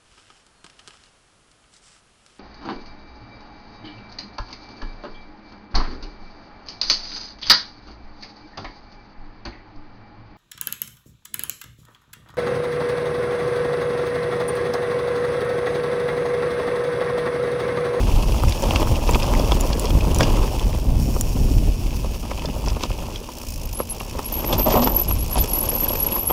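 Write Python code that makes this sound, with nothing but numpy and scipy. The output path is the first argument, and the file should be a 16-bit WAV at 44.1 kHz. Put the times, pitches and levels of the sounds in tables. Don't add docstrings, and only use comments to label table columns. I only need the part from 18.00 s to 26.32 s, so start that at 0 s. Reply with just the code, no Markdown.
import sys
import numpy as np
from scipy import signal
from scipy.fft import rfft, irfft
from scipy.io import wavfile
from scipy.ndimage import uniform_filter1d

SR = 44100
rng = np.random.default_rng(int(sys.argv[2]) if len(sys.argv) > 2 else 0)


def store_wav(level_fs):
    pcm = np.round(np.clip(np.atleast_2d(level_fs), -1, 1) * 32767)
    wavfile.write(sys.argv[1], SR, pcm.T.astype(np.int16))


N = 366912
TIME = np.arange(N) / SR

# time_s, drumming_db (on dirt), crunch_db (of leaves and grit)
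GROUND = [(0, -28.5, -37), (0.46, -31, -37.5), (0.72, -23.5, -36), (0.97, -30.5, -39), (1.3, -26, -36),
          (1.94, -30.5, -41), (2.28, -25.5, -35), (2.95, -37.5, -46.5), (3.6, -39, -43.5),
          (4.2, -40, -43.5), (4.6, -39, -44.5), (4.96, -36.5, -43), (5.54, -43.5, -47), (6.07, -39, -44.5),
          (6.36, -33.5, -41), (6.56, -23, -39), (6.635, -33.5, -41), (6.72, -23.5, -34.5), (6.86, -26, -42),
          (6.92, -26, -42), (7.2, -38, -43), (7.5, -30.5, -40.5), (8.13, -30, -40.5), (8.32, -36.5, -43.5)]
# time_s, clicks_per_s, level_db
HUB_CLICKS = [(0, 136, -46), (.42, 174, -40.5), (1.8, 97, -39.5), (2.1, 98, -45), (2.5, 114, -40.5),
              (2.75, 81, -43), (2.94, 56, -48), (3.02, 130, -38), (3.3, 135, -39.5), (3.8, 124, -43.5),
              (4.0, 137, -43), (4.3, 102, -45), (4.95, 100, -46), (5.28, 67, -46), (5.5, 58, -37.5),
              (5.8, 46.6, -44.5), (6.0, 58, -42.5), (6.3, 76, -42), (7.0, 50, -41.5), (7.32, 58, -39),
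              (7.46, 55, -35), (7.62, 46, -38), (8.0, 54, -38.5), (8.32, 47, -45.5)]
# frequency_hz, density_db (per Hz)
PAWL_SPECTRUM = [(1500, -16), (3000, -16), (4200, 7.5), (5600, 13), (6700, 10), (8500, 5.5), (10300, 6.5),
                 (12000, 4), (13800, 9), (15000, 7.5), (16000, 4)]
# frequency_hz, density_db (per Hz)
FRAME_SPECTRUM = [(60, -7.5), (150, -4.5), (240, 5), (350, 1.5), (540, 0.5), (720, -8.5), (950, 3),
                  (1250, -1.5), (1550, -17), (2200, -15.5), (5000, -28)]
# frequency_hz, level_db, t60_s
FRAME_MODES = [(236.6, -0.5, 0.16), (432, -8, 0.1), (544, 4, 0.026), (627, -1.5, 0.1), (770, 5, 0.025),
               (876, -3.5, 0.026), (1030, 4, 0.021)]
# frequency_hz, density_db (per Hz)
CHAIN_SPECTRUM = [(700, -31), (1500, 0.5), (2100, 1), (2650, 4.5), (3200, 9.5), (4000, 2.5), (5400, 8.5),
                  (6500, 1.5), (8000, -4.5), (10000, -14), (15000, -27)]
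# frequency_hz, level_db, t60_s
CHAIN_MODES = [(1730, 0, 0.12), (2576, 8, 0.065), (2860, 13, 0.014), (3420, 7, 0.03), (4940, -2, 0.06),
               (5570, -6, 0.04)]


def gain_of(db):
    return 10 ** (np.asarray(db) / 20)


def evened(x):
    return x / np.sqrt(np.mean(x ** 2) + 1e-20)


def steadied(x, span_s):
    size = max(int(span_s * SR), 1)
    power = uniform_filter1d(uniform_filter1d(x ** 2, size), size)
    return x / np.sqrt(power + 1e-12)


def follow(rows, t=TIME):
    s, *columns = np.transpose(rows)
    return [np.interp(t, s, c) for c in columns]


def add(mix, s, sound):
    part = mix[max(round(s * SR), 0):][:len(sound)]
    part += sound[:len(part)]


def wander(per_s):
    return evened(np.interp(TIME * per_s, np.arange(N), rng.standard_normal(N)))


def colour(x, points, size=4096):
    f, db = np.transpose(points)
    hz = np.fft.rfftfreq(size, 1 / SR)
    log_gain = np.log(gain_of(np.interp(np.log(hz + 1), np.log(f), db)))
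    cepstrum = irfft(log_gain)
    cepstrum[1:size // 2] *= 2
    cepstrum[size // 2 + 1:] = 0
    impulse_response = irfft(np.exp(rfft(cepstrum)))
    return signal.oaconvolve(x, impulse_response)[:len(x)]


def grains(per_s, spread_db):
    size = gain_of(spread_db * np.minimum(rng.exponential(1, N), 4))
    sign = rng.choice([-1, 1], N)
    return evened(size * sign * (rng.random(N) < per_s / SR))


def ring(x, modes):
    t = np.arange(5000) / SR
    body = sum(gain_of(db - 60 * t / t60) * np.sin(2 * np.pi * hz * t) for hz, db, t60 in modes)
    return evened(signal.oaconvolve(x, body)[:len(x)])


def detuned(modes):
    scatter_share = 0.025
    return [(hz * (1 + scatter_share * rng.standard_normal()), db, t60) for hz, db, t60 in modes]


def envelope(t, length_s, attack_s, release_s):
    return np.clip(t / attack_s, 0, 1) * np.clip((length_s - t) / release_s, 0, 1)


def blow(centre_hz, contact_s, body, modes, ring_db, focus_db, octaves, strike_db, turns):
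    t = np.arange(5000) / SR
    contact_s = max(contact_s, .0004)
    force = t * np.exp(-t / contact_s) * rng.standard_normal(len(t))
    hz = np.geomspace(60, 16000, 80)
    body_hz, body_db = np.transpose(body)
    focus = np.exp(-(np.log2(hz / centre_hz) / octaves) ** 2)
    db = np.interp(np.log(hz), np.log(body_hz), body_db) + focus_db * focus
    grit = evened(colour(force, np.c_[hz, db], size=2048))
    cycles = np.maximum(t - contact_s / 2, 0) * centre_hz
    strike = evened(cycles * np.exp(-cycles / turns) * np.sin(2 * np.pi * cycles))
    thud = grit + gain_of(strike_db) * strike
    sound = evened(thud) + gain_of(ring_db) * ring(thud, detuned(modes))
    return sound / abs(sound).max()


def wind():
    # time_s, level_db
    airflow = [(0, -16.5), (0.45, -24), (0.6, -27.5), (0.75, -18), (1.6, -18.5), (1.85, -23), (2.25, -16),
               (2.55, -21.5), (3.6, -22), (3.85, -24), (4.3, -27.5), (5.05, -27), (5.3, -40.5),
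               (5.7, -38.5), (6.3, -30), (6.85, -21.5), (7.5, -28), (8.32, -30.5)]
    # middle_s, length_s, pressure_db, flutter_db
    gusts = [(0.008, 0.12, -18, -22.5), (0.16, 0.11, -11, -30), (0.308, 0.24, -16.5, -33),
             (0.466, 0.17, -14, -25), (0.683, 0.095, -15, -24.5), (0.787, .12, -26, -39),
             (0.914, 0.081, -12, -25), (1.122, 0.13, -12.5, -27), (1.382, 0.25, -18, -23.5),
             (1.953, 0.15, -11, -23), (2.09, 0.11, -15, -21), (2.218, 0.2, -30, -19),
             (2.377, 0.37, -18, -33), (2.671, 0.085, -13, -28), (2.916, 0.3, -16.5, -24.5),
             (3.039, 0.27, -19, -22.5), (3.423, 0.36, -18, -25), (3.575, 0.34, -15.5, -25),
             (3.682, 0.12, -11.5, -27), (4.492, 0.075, -29, -25.5), (4.69, 0.34, -22, -35),
             (4.907, 0.057, -24, -44), (5.626, 0.64, -27.5, -41.5), (6.55, 0.087, -15, -31),
             (7.15, 0.16, -19, -44), (7.395, 0.18, -19.5, -34)]
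    # frequency_hz, density_db (per Hz)
    pressure_spectrum = [(8, -16), (20, -3.5), (38, 3), (60, -1), (95, -7.5), (140, -17.5), (300, -55.5)]
    # frequency_hz, density_db (per Hz)
    flutter_spectrum = [(60, -24.5), (110, 0), (160, -1.5), (205, -5), (243, -5), (290, -7.5), (450, -16.5),
                        (800, -25), (1500, -64)]
    eddy_db, eddies_per_s = 1.5, 12

    air_db, = follow(airflow)
    air_db = air_db + eddy_db * wander(eddies_per_s)
    heave_power = gain_of(air_db) ** 2
    flutter_power = gain_of(-11.5 + 0.92 * air_db) ** 2
    for s, length_s, pressure_db, flutter_db in gusts:
        swell = np.cos(np.pi * np.clip((TIME - s) / length_s, -.5, .5)) ** 2
        heave_power += (gain_of(pressure_db) * swell) ** 2
        flutter_power += (gain_of(flutter_db) * swell) ** 2
    heave = steadied(colour(rng.standard_normal(N), pressure_spectrum, size=16384), 0.14)
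    flutter = colour(rng.standard_normal(N), flutter_spectrum) * gain_of(3.4 * wander(70))
    flutter = steadied(flutter, 0.042)
    return heave * np.sqrt(heave_power) + flutter * np.sqrt(flutter_power)


def tyres():
    # frequency_hz, density_db (per Hz)
    casing_spectrum = [(120, -1), (240, -3), (330, 11), (430, 4.5), (560, 8.5), (720, 1.5), (920, 6.5),
                       (1150, -3), (1500, -25.5), (2000, -20.5), (3000, -32), (6000, -54)]
    # frequency_hz, density_db (per Hz)
    leaf_spectrum = [(880, -4.5), (1500, -5.5), (1820, -13.5), (2140, -3.5), (2420, 3), (2690, 6.5),
                     (3320, 2.5), (4030, -4.5), (4900, 0.5), (5530, -3), (6500, -3), (7340, -9.5),
                     (8160, -10), (9280, -12.5), (10400, -7.5), (13500, -18), (22000, -120)]
    casing_db = -1.5

    drum_db, crunch_db = follow(GROUND)
    bumps = wander(55)
    tread = grains(per_s=420, spread_db=1.0) + 0.38 * rng.standard_normal(N)
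    drum = evened(colour(tread, casing_spectrum))
    drum += gain_of(-4.0) * ring(grains(per_s=300, spread_db=3), FRAME_MODES)
    t = np.arange(1000) / SR
    breaking = signal.oaconvolve(grains(per_s=260, spread_db=3.0) ** 2, np.exp(-t / 0.0021))[:N]
    snaps = evened(np.sqrt(abs(breaking)) * rng.standard_normal(N))
    crunch = evened(colour(snaps + 0.74 * rng.standard_normal(N), leaf_spectrum))
    crunch += gain_of(-14.0) * ring(grains(per_s=200, spread_db=-2.0), CHAIN_MODES)
    drum = steadied(drum * gain_of(1.9 * bumps), 1.0)
    crunch = steadied(crunch * gain_of(1.87 * bumps), 0.11)
    return drum * gain_of(drum_db + casing_db) + crunch * gain_of(crunch_db)


def stones(per_s, low_hz, high_hz, contact_s, body, modes, count=16):
    taps = [blow(hz, contact_s, body, modes, ring_db=-9.5, focus_db=9, octaves=0.49, strike_db=-2, turns=.7)
            for hz in np.geomspace(low_hz, high_hz, count)]
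    strength = grains(per_s, spread_db=2.2)
    stone = rng.integers(0, count, N)
    out = np.zeros(N)
    for i in np.flatnonzero(strength):
        add(out, i / SR, strength[i] * taps[stone[i]])
    return evened(out)


def pebbles():
    pebbles_per_s, pebble_db = 40, -7.5
    gravel_per_s, gravel_db = 30, -22
    drum_db, _ = follow(GROUND)
    thuds = stones(pebbles_per_s, low_hz=305, high_hz=1060, contact_s=0.0015,
                   body=FRAME_SPECTRUM, modes=FRAME_MODES)
    ticks = stones(gravel_per_s, low_hz=1270, high_hz=3100, contact_s=.0006,
                   body=CHAIN_SPECTRUM, modes=CHAIN_MODES)
    return gain_of(drum_db) * (gain_of(pebble_db) * thuds + gain_of(gravel_db) * ticks)


def frame_hum():
    return gain_of(-46.0) * steadied(ring(rng.standard_normal(N), FRAME_MODES[:1]), 0.046)


def freehub():
    # frequency_hz, level_db, t60_s
    hub_modes = [(2570, -5.5, 0.023), (3010, -5, 0.012), (4870, -10, .015), (5500, -0.5, 0.026),
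                 (6970, -7, 0.017), (10300, -7, 0.015)]
    tooth_jitter = .07
    hiss_db, shell_db = 0.5, -5.5

    rate, level_db = follow(HUB_CLICKS)
    teeth = np.cumsum(rate * (1 + 0.0147 * wander(13))) / SR + tooth_jitter * wander(45)
    age_s = teeth % 1 / rate
    burst = (1 - np.exp(-age_s / 0.00082)) * np.exp(-age_s / 0.0052) + 0.07
    ticks = evened(colour(burst * rng.standard_normal(N) * gain_of(2.1 * wander(60)), PAWL_SPECTRUM))
    drops = np.diff(np.floor(teeth - .1 + .03 * wander(300)), prepend=0) * gain_of(3.1 * wander(90))
    shell = ring(drops, hub_modes)
    return steadied(gain_of(hiss_db) * ticks + gain_of(shell_db) * shell, 0.25) * gain_of(level_db)


def scatter(hits, body, lag_s, width_s, spread_db):
    power = np.zeros(N)
    swell = np.hanning(int(width_s * SR)) ** 2
    for s, db, _, _ in hits:
        add(power, s + lag_s - width_s / 2, gain_of(db) ** 2 * swell)
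    return np.sqrt(power) * steadied(colour(grains(per_s=900, spread_db=spread_db), body), 0.24)


def rattles():
    # start_s, peak_db, centre_hz, contact_s (no shorter than 0.0004 in use)
    knock_rows = [(0.4355, -11.5, 850, 0.00055), (0.709, -11.5, 800, .0006), (0.76, -12, 950, 0.00044),
                  (0.8215, -21, 900, 0.0012), (0.8275, -11.5, 760, 0.002), (0.872, -17, 1140, .001),
                  (1.09, -10, 870, 0.0025), (1.244, -11, 1100, 0.0007), (1.1547, -8.5, 700, 0.0012),
                  (1.3371, -12.5, 980, .0005), (1.3963, -9, 550, 0.0012), (1.5198, -7, 850, 0.0014),
                  (1.703, -15.5, 700, .001), (2.205, -4.5, 680, 0.0022), (2.228, -15, 596, 0.0026),
                  (2.388, -14.5, 500, 0.0017), (3.164, -16, 450, 0.0009), (3.37, -22, 697, .0008),
                  (4.045, -19.5, 610, 0.00035), (4.2377, -23, 894, 0.00094), (4.252, -22, 820, 0.0013),
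                  (4.3144, -14, 970, 0.0011), (4.384, -21, 626, 0.0018), (4.421, -26, 968, 0.0016),
                  (4.448, -18, 604, 0.001), (4.486, -19, 604, 0.00096), (4.5627, -20.5, 630, .0017),
                  (4.64, -28, 1020, 0.00097), (4.6729, -16.5, 754, 0.0024), (4.718, -21.5, 900, 0.0017),
                  (4.7669, -17, 594, 0.00086), (4.808, -25, 894, 0.0013), (4.8365, -13, 950, 0.00054),
                  (4.853, -22, 700, 0.0017), (4.9027, -22, 694, 0.0016), (4.984, -25.5, 750, 0.0019),
                  (5.0845, -20.5, 664, 0.00095), (5.2882, -24, 930, 0.0014), (5.436, -25.5, 700, .001),
                  (5.8018, -9.5, 557, 0.0006), (6.0082, -21, 810, 0.001), (6.076, -28, 480, 0.002),
                  (6.1503, -22, 536, 0.0018), (6.1904, -12.5, 784, 0.0014), (6.441, -17.5, 590, 0.0032),
                  (6.5288, -12.5, 676, 0.001), (6.595, -13.5, 590, 0.0045), (6.6647, -9, 678, 0.0046),
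                  (6.739, -7.5, 480, 0.0022), (6.768, -5.5, 780, 0.0051), (6.793, -10.5, 420, 0.0014),
                  (6.825, -12.5, 637, 0.0028), (6.8727, -6, 860, 0.00074), (7.1109, -17, 1098, 0.0015),
                  (7.3566, -13.5, 846, 0.002), (7.374, -11.5, 900, 0.0017), (7.4433, -15, 490, 0.00069),
                  (7.834, -20, 800, .001), (7.903, -18, 700, 0.0014), (7.9317, -17.5, 471, 0.0015),
                  (8.161, -14.5, 960, 0.0028), (8.301, -14, 800, 0.0023), (8.308, -7.5, 738, 0.0012)]
    # start_s, peak_db, centre_hz, contact_s (same limit)
    clack_rows = [(0.4833, -18.5, 2600, 0.00062), (0.523, -15, 3700, .0007), (0.708, -11, 2900, 0.00053),
                  (0.759, -7.5, 2880, 0.00086), (0.827, -18, 2740, 0.001), (0.956, -19.5, 2900, 0.0016),
                  (1.076, -17, 3700, 0.0007), (1.09, -18, 2510, 0.0017), (1.134, -17.5, 5400, .002),
                  (1.145, -13.5, 2670, 0.0026), (1.222, -18, 2700, 0.00087), (1.23, -15, 5170, 0.0013),
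                  (1.337, -17, 2310, 0.00035), (1.35, -17.5, 2110, 0.00078), (1.395, -18, 5210, 0.00084),
                  (1.5194, -9, 2960, 0.00059), (1.7282, -17, 4150, 0.0027), (1.8549, -14.5, 5150, 0.00073),
                  (1.87, -21, 3000, .0008), (1.904, -21.5, 2790, 0.0015), (2.006, -21, 2670, 0.0017),
                  (2.207, -6.5, 1700, 0.0011), (2.2288, -12, 5070, 0.003), (2.23, -14, 2560, 0.003),
                  (2.595, -20, 3240, .0005), (2.729, -25, 2400, .0006), (3.906, -29, 3000, 0.00087),
                  (4.308, -24.5, 2250, 0.0032), (4.3766, -26, 2500, 0.00055), (4.393, -26, 2700, 0.0022),
                  (4.421, -24, 2600, 0.00053), (4.4556, -19.5, 4840, 0.0015), (4.499, -27, 2820, 0.0012),
                  (4.66, -23, 5400, .002), (4.684, -14.5, 5450, 0.00055), (4.702, -24, 5500, .0007),
                  (4.731, -30, 2700, 0.00074), (4.769, -32, 1700, 0.0007), (4.808, -24.5, 2300, .0014),
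                  (4.826, -25, 3200, 0.0014), (4.834, -18, 6330, 0.001), (4.8356, -9.5, 3900, 0.0005),
                  (4.853, -30, 3100, 0.0011), (4.916, -22.5, 2750, 0.00052), (4.988, -25, 2900, 0.0014),
                  (5.159, -18.5, 3360, 0.00063), (6.0019, -24.5, 2670, 0.00263),
                  (6.445, -20, 2120, 0.00066), (6.526, -13, 3220, 0.0022), (6.551, -26, 5400, .002),
                  (6.593, -18, 4900, 0.0024), (6.827, -25, 4390, 0.0013), (6.8387, -21, 4900, 0.0046),
                  (6.8744, -24, 5300, 0.0015), (6.8733, -11.5, 1330, 0.0014), (6.988, -22, 5400, .0007),
                  (7.047, -24, 5360, 0.00064), (7.109, -21.5, 2790, 0.00091), (7.356, -21, 3078, 0.0004),
                  (7.386, -17, 4000, 0.0037), (7.443, -21, 3004, .0007), (7.688, -21, 3000, 0.00066),
                  (7.715, -26, 1800, .0007), (7.892, -21, 3790, 0.0018), (7.954, -23, 1900, .0012),
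                  (8.086, -24.5, 2500, 0.0029), (8.1216, -21, 3240, 0.00077), (8.166, -24.5, 1510, .0015),
                  (8.302, -22, 3020, 0.0027)]

    out = gain_of(-19.0) * scatter(knock_rows, FRAME_SPECTRUM, lag_s=0.0013, width_s=0.047, spread_db=0.5)
    out += gain_of(-27.0) * scatter(clack_rows, CHAIN_SPECTRUM, lag_s=0.0018, width_s=0.08, spread_db=2.0)
    for s, db, hz, contact_s in knock_rows:
        knock = blow(hz, contact_s, FRAME_SPECTRUM, FRAME_MODES,
                     ring_db=-5, focus_db=8.5, octaves=0.59, strike_db=-3, turns=0.56)
        add(out, s, gain_of(db) * knock)
    for s, db, hz, contact_s in clack_rows:
        clack = blow(hz, contact_s, CHAIN_SPECTRUM, CHAIN_MODES,
                     ring_db=-5.5, focus_db=12, octaves=0.47, strike_db=-5.5, turns=1.0)
        add(out, s, gain_of(db) * clack)
    return out


def pings():
    # time_s (before the delay below), level_db (before the trim below), centre_hz
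    ping_rows = [(0.493, -14, 14600), (0.621, -13, 6000), (0.8001, -15, 14500), (1.108, -10.5, 7400),
                 (1.6023, -17, 10500), (1.607, -5.5, 7100), (1.794, -5.5, 7140), (2.144, -7.5, 7000),
                 (2.159, -13, 7050), (2.184, -9, 6000), (2.594, -20, 5870), (3.208, -5, 9900)]
    # frequency_hz, level_db, t60_s
    ping_modes = [(5900, 8, 0.04), (7190, 2, 0.031), (7400, -12, 0.014), (10740, 8.5, 0.03),
                  (14200, -3, 0.035)]
    # frequency_hz, density_db (per Hz)
    tick_spectrum = [(2500, -14), (5500, -2.5), (6500, -5), (7200, 6.5), (8600, -6), (9700, -1),
                     (10700, -4), (12500, -11), (14700, -2), (16000, -1)]
    delay_s, trim_db = 0.0022, -1.5

    out = np.zeros(N)
    for s, db, hz in ping_rows:
        tick = blow(hz, 0.000452, tick_spectrum, ping_modes,
                    ring_db=-7.5, focus_db=-1.5, octaves=0.22, strike_db=-7.0, turns=1.8)
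        add(out, s + delay_s, gain_of(db + trim_db) * tick)
    return out


def chirps():
    # time_s (at the peak), peak_db, pitch_hz (at the peak)
    chirp_rows = [(5.658, -32, 11700), (5.732, -32, 12050), (5.922, -23, 10700), (6.0, -33, 11260),
                  (6.326, -20, 13530), (6.402, -36, 12800), (6.476, -22, 12800), (6.6, -29, 13000),
                  (6.686, -21, 13260), (6.707, -25, 13560), (6.845, -13.5, 11630), (6.967, -8, 11650),
                  (7.125, -16.5, 11500), (7.412, -11.5, 12070), (7.536, -15, 11330), (7.608, -17, 11140),
                  (7.692, -14, 11270), (7.748, -27, 12900), (7.762, -25, 13080), (7.778, -23, 12650),
                  (7.785, -19, 11420), (7.808, -16, 12350), (7.839, -15, 11680), (7.885, -15.5, 11460),
                  (8.002, -18, 11460), (8.067, -12, 11470), (8.12, -28, 11470), (8.21, -26, 12900),
                  (8.278, -16.5, 11200)]
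    rise_s, fall_s, sag_hz_per_s = 0.005, 0.011, 9000

    out = np.zeros(N)
    t = np.arange(0, rise_s + fall_s, 1 / SR) - rise_s
    shape = np.cos(np.pi / 2 * t / np.where(t < 0, rise_s, fall_s)) ** 2
    for s, db, hz in chirp_rows:
        glide_hz = hz + (rng.normal(0, 12000) - sag_hz_per_s) * t
        tone = np.sin(2 * np.pi * np.cumsum(glide_hz) / SR)
        add(out, s - rise_s, gain_of(db) * shape * tone)
    return out


def brake():
    # start_s, length_s, level_db, pitch_hz, glide_hz_per_s
    squeal_rows = [(5.736, 0.088, -33, 11200, 3500), (5.892, 0.023, -29.5, 11200, -5000),
                   (6.244, 0.04, -32, 11540, -9000), (6.33, 0.085, -28.5, 11700, -3500),
                   (6.449, 0.079, -29.5, 11800, 2000), (6.575, 0.081, -22.5, 12400, 0),
                   (6.716, 0.12, -26.5, 12000, -1500), (6.836, 0.086, -27, 12030, -2000),
                   (6.941, 0.081, -22, 11830, -3000), (7.075, 0.063, -26, 11520, 2000),
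                   (7.178, 0.058, -32, 11370, 0), (7.298, 0.047, -28, 11380, -2),
                   (7.378, 0.044, -24.5, 11620, 12003), (7.473, .03, -32, 11550, 0),
                   (7.503, .012, -23, 11790, 0), (7.53, 0.063, -23, 11640, 3000),
                   (7.602, 0.051, -24.5, 11600, 2000), (7.689, 0.07, -25, 11680, 1500),
                   (7.781, 0.067, -23, 11700, 6000), (7.88, 0.11, -27.5, 11770, 3500),
                   (7.996, 0.042, -21.5, 11580, 6000), (8.059, 0.026, -28, 11670, 6000),
                   (8.107, 0.089, -23, 11700, 0), (8.189, 0.054, -27, 11830, 4000),
                   (8.255, 0.079, -22.5, 11570, 0)]
    # time_s, level_db (relative to the steady whistle)
    chatter_curve = [(6.6, -10), (7.2, -5), (7.55, -7), (8.32, -11)]
    attack_s, ring_s = 0.0065, 0.011
    bite_flat_hz, bite_s = 390, 0.013
    chatters_per_s, pad_hiss_db = 520, -30
    holes_per_tooth, hole_db, hole_hz = 0.93, 3.5, 60

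    level = np.zeros(N)
    pitch_hz = np.zeros(N) + squeal_rows[0][3]
    for s, length_s, db, hz, glide in squeal_rows:
        on = TIME >= s
        t = TIME[on] - s
        drag = np.minimum(t / attack_s, 1) * np.exp(-np.maximum(t - length_s, 0) / ring_s)
        level[on] = np.maximum(level[on], gain_of(db) * drag)
        slide_hz = glide * (np.minimum(t, length_s) - length_s / 2)
        pitch_hz[on] = hz + slide_hz - bite_flat_hz * np.exp(-t / bite_s)
    hole_rate = follow(HUB_CLICKS)[0] * holes_per_tooth * (1 + 0.242 * wander(30))
    holes = np.sin(2 * np.pi * np.cumsum(hole_rate) / SR)
    hz = pitch_hz + hole_hz * holes + 95 * wander(60)

    def mode(offset_hz):
        mode_hz = hz + offset_hz + 70 * wander(140) + 35 * wander(800)
        return np.exp(2j * np.pi * np.cumsum(mode_hz) / SR)

    modes = mode(-50) + .5 * mode(130)
    chatter = (wander(chatters_per_s) + 1j * wander(chatters_per_s)) / np.sqrt(2)
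    chatter = gain_of(follow(chatter_curve)[0]) * chatter
    whistle = (modes * (1 + chatter)).real * gain_of(hole_db * holes + 2.3 * wander(90))
    rubbing = evened(colour(rng.standard_normal(N), PAWL_SPECTRUM))
    return level * (steadied(whistle, 0.062) + gain_of(pad_hiss_db) * rubbing)


def skid():
    # start_s, length_s, grind_db (stones), crunch_db (grit)
    scrape_rows = [(6.523, 0.036, -21, -27), (6.654, 0.057, -20, -40), (6.695, 0.055, -25.5, -30.5),
                   (6.748, 0.036, -14, -34), (6.778, 0.0359, -20, -50), (6.814, 0.042, -22.5, -30),
                   (7.365, 0.031, -29, -30.5)]
    # frequency_hz, density_db (per Hz)
    grind_spectrum = [(100, 5), (240, 11.5), (350, -5), (450, 0), (600, 16.5), (750, 9.5), (900, 5),
                      (1150, 4.5), (1500, -26), (2000, -17), (3000, -13), (4200, -21), (5500, -26),
                      (9000, -38)]
    shudder_s, shudder_length_s, shudder_db = 6.778, 0.12, -19
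    shudder_hz, shudder_rise_hz_per_s = 229.3, 300

    grind = steadied(colour(grains(per_s=1200, spread_db=-1), grind_spectrum), 0.014)
    grind = grind * gain_of(1.9 * wander(70))
    crunch = steadied(colour(grains(per_s=1300, spread_db=-3.0), CHAIN_SPECTRUM), 0.02)
    slide = np.zeros(N)
    for s, length_s, grind_db, crunch_db in scrape_rows:
        scrape = gain_of(grind_db) * grind + gain_of(crunch_db) * crunch
        slide += scrape * envelope(TIME - s, length_s, attack_s=0.0082, release_s=0.022)
    t = TIME - shudder_s
    hz = shudder_hz + shudder_rise_hz_per_s * np.clip(t, 0, shudder_length_s)
    tone = np.sin(2 * np.pi * np.cumsum(hz * (1 + 0.033 * wander(80))) / SR)
    shudder = evened(tone * gain_of(1.2 * wander(59.4))) * gain_of(shudder_db)
    return slide + shudder * envelope(t, shudder_length_s, attack_s=0.015, release_s=0.078)


def scene():
    rolling = wind() + tyres() + pebbles() + frame_hum() + freehub()
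    impacts = rattles() + pings()
    braking = chirps() + brake() + skid()
    return (rolling + impacts + braking)[None]


def record(dry):
    edge_hz = 15750
    low_pass = signal.firwin(255, edge_hz, window=("kaiser", 9), fs=SR)
    return signal.oaconvolve(dry, low_pass[None], "same")


dry = scene()
out = record(dry)
store_wav(out)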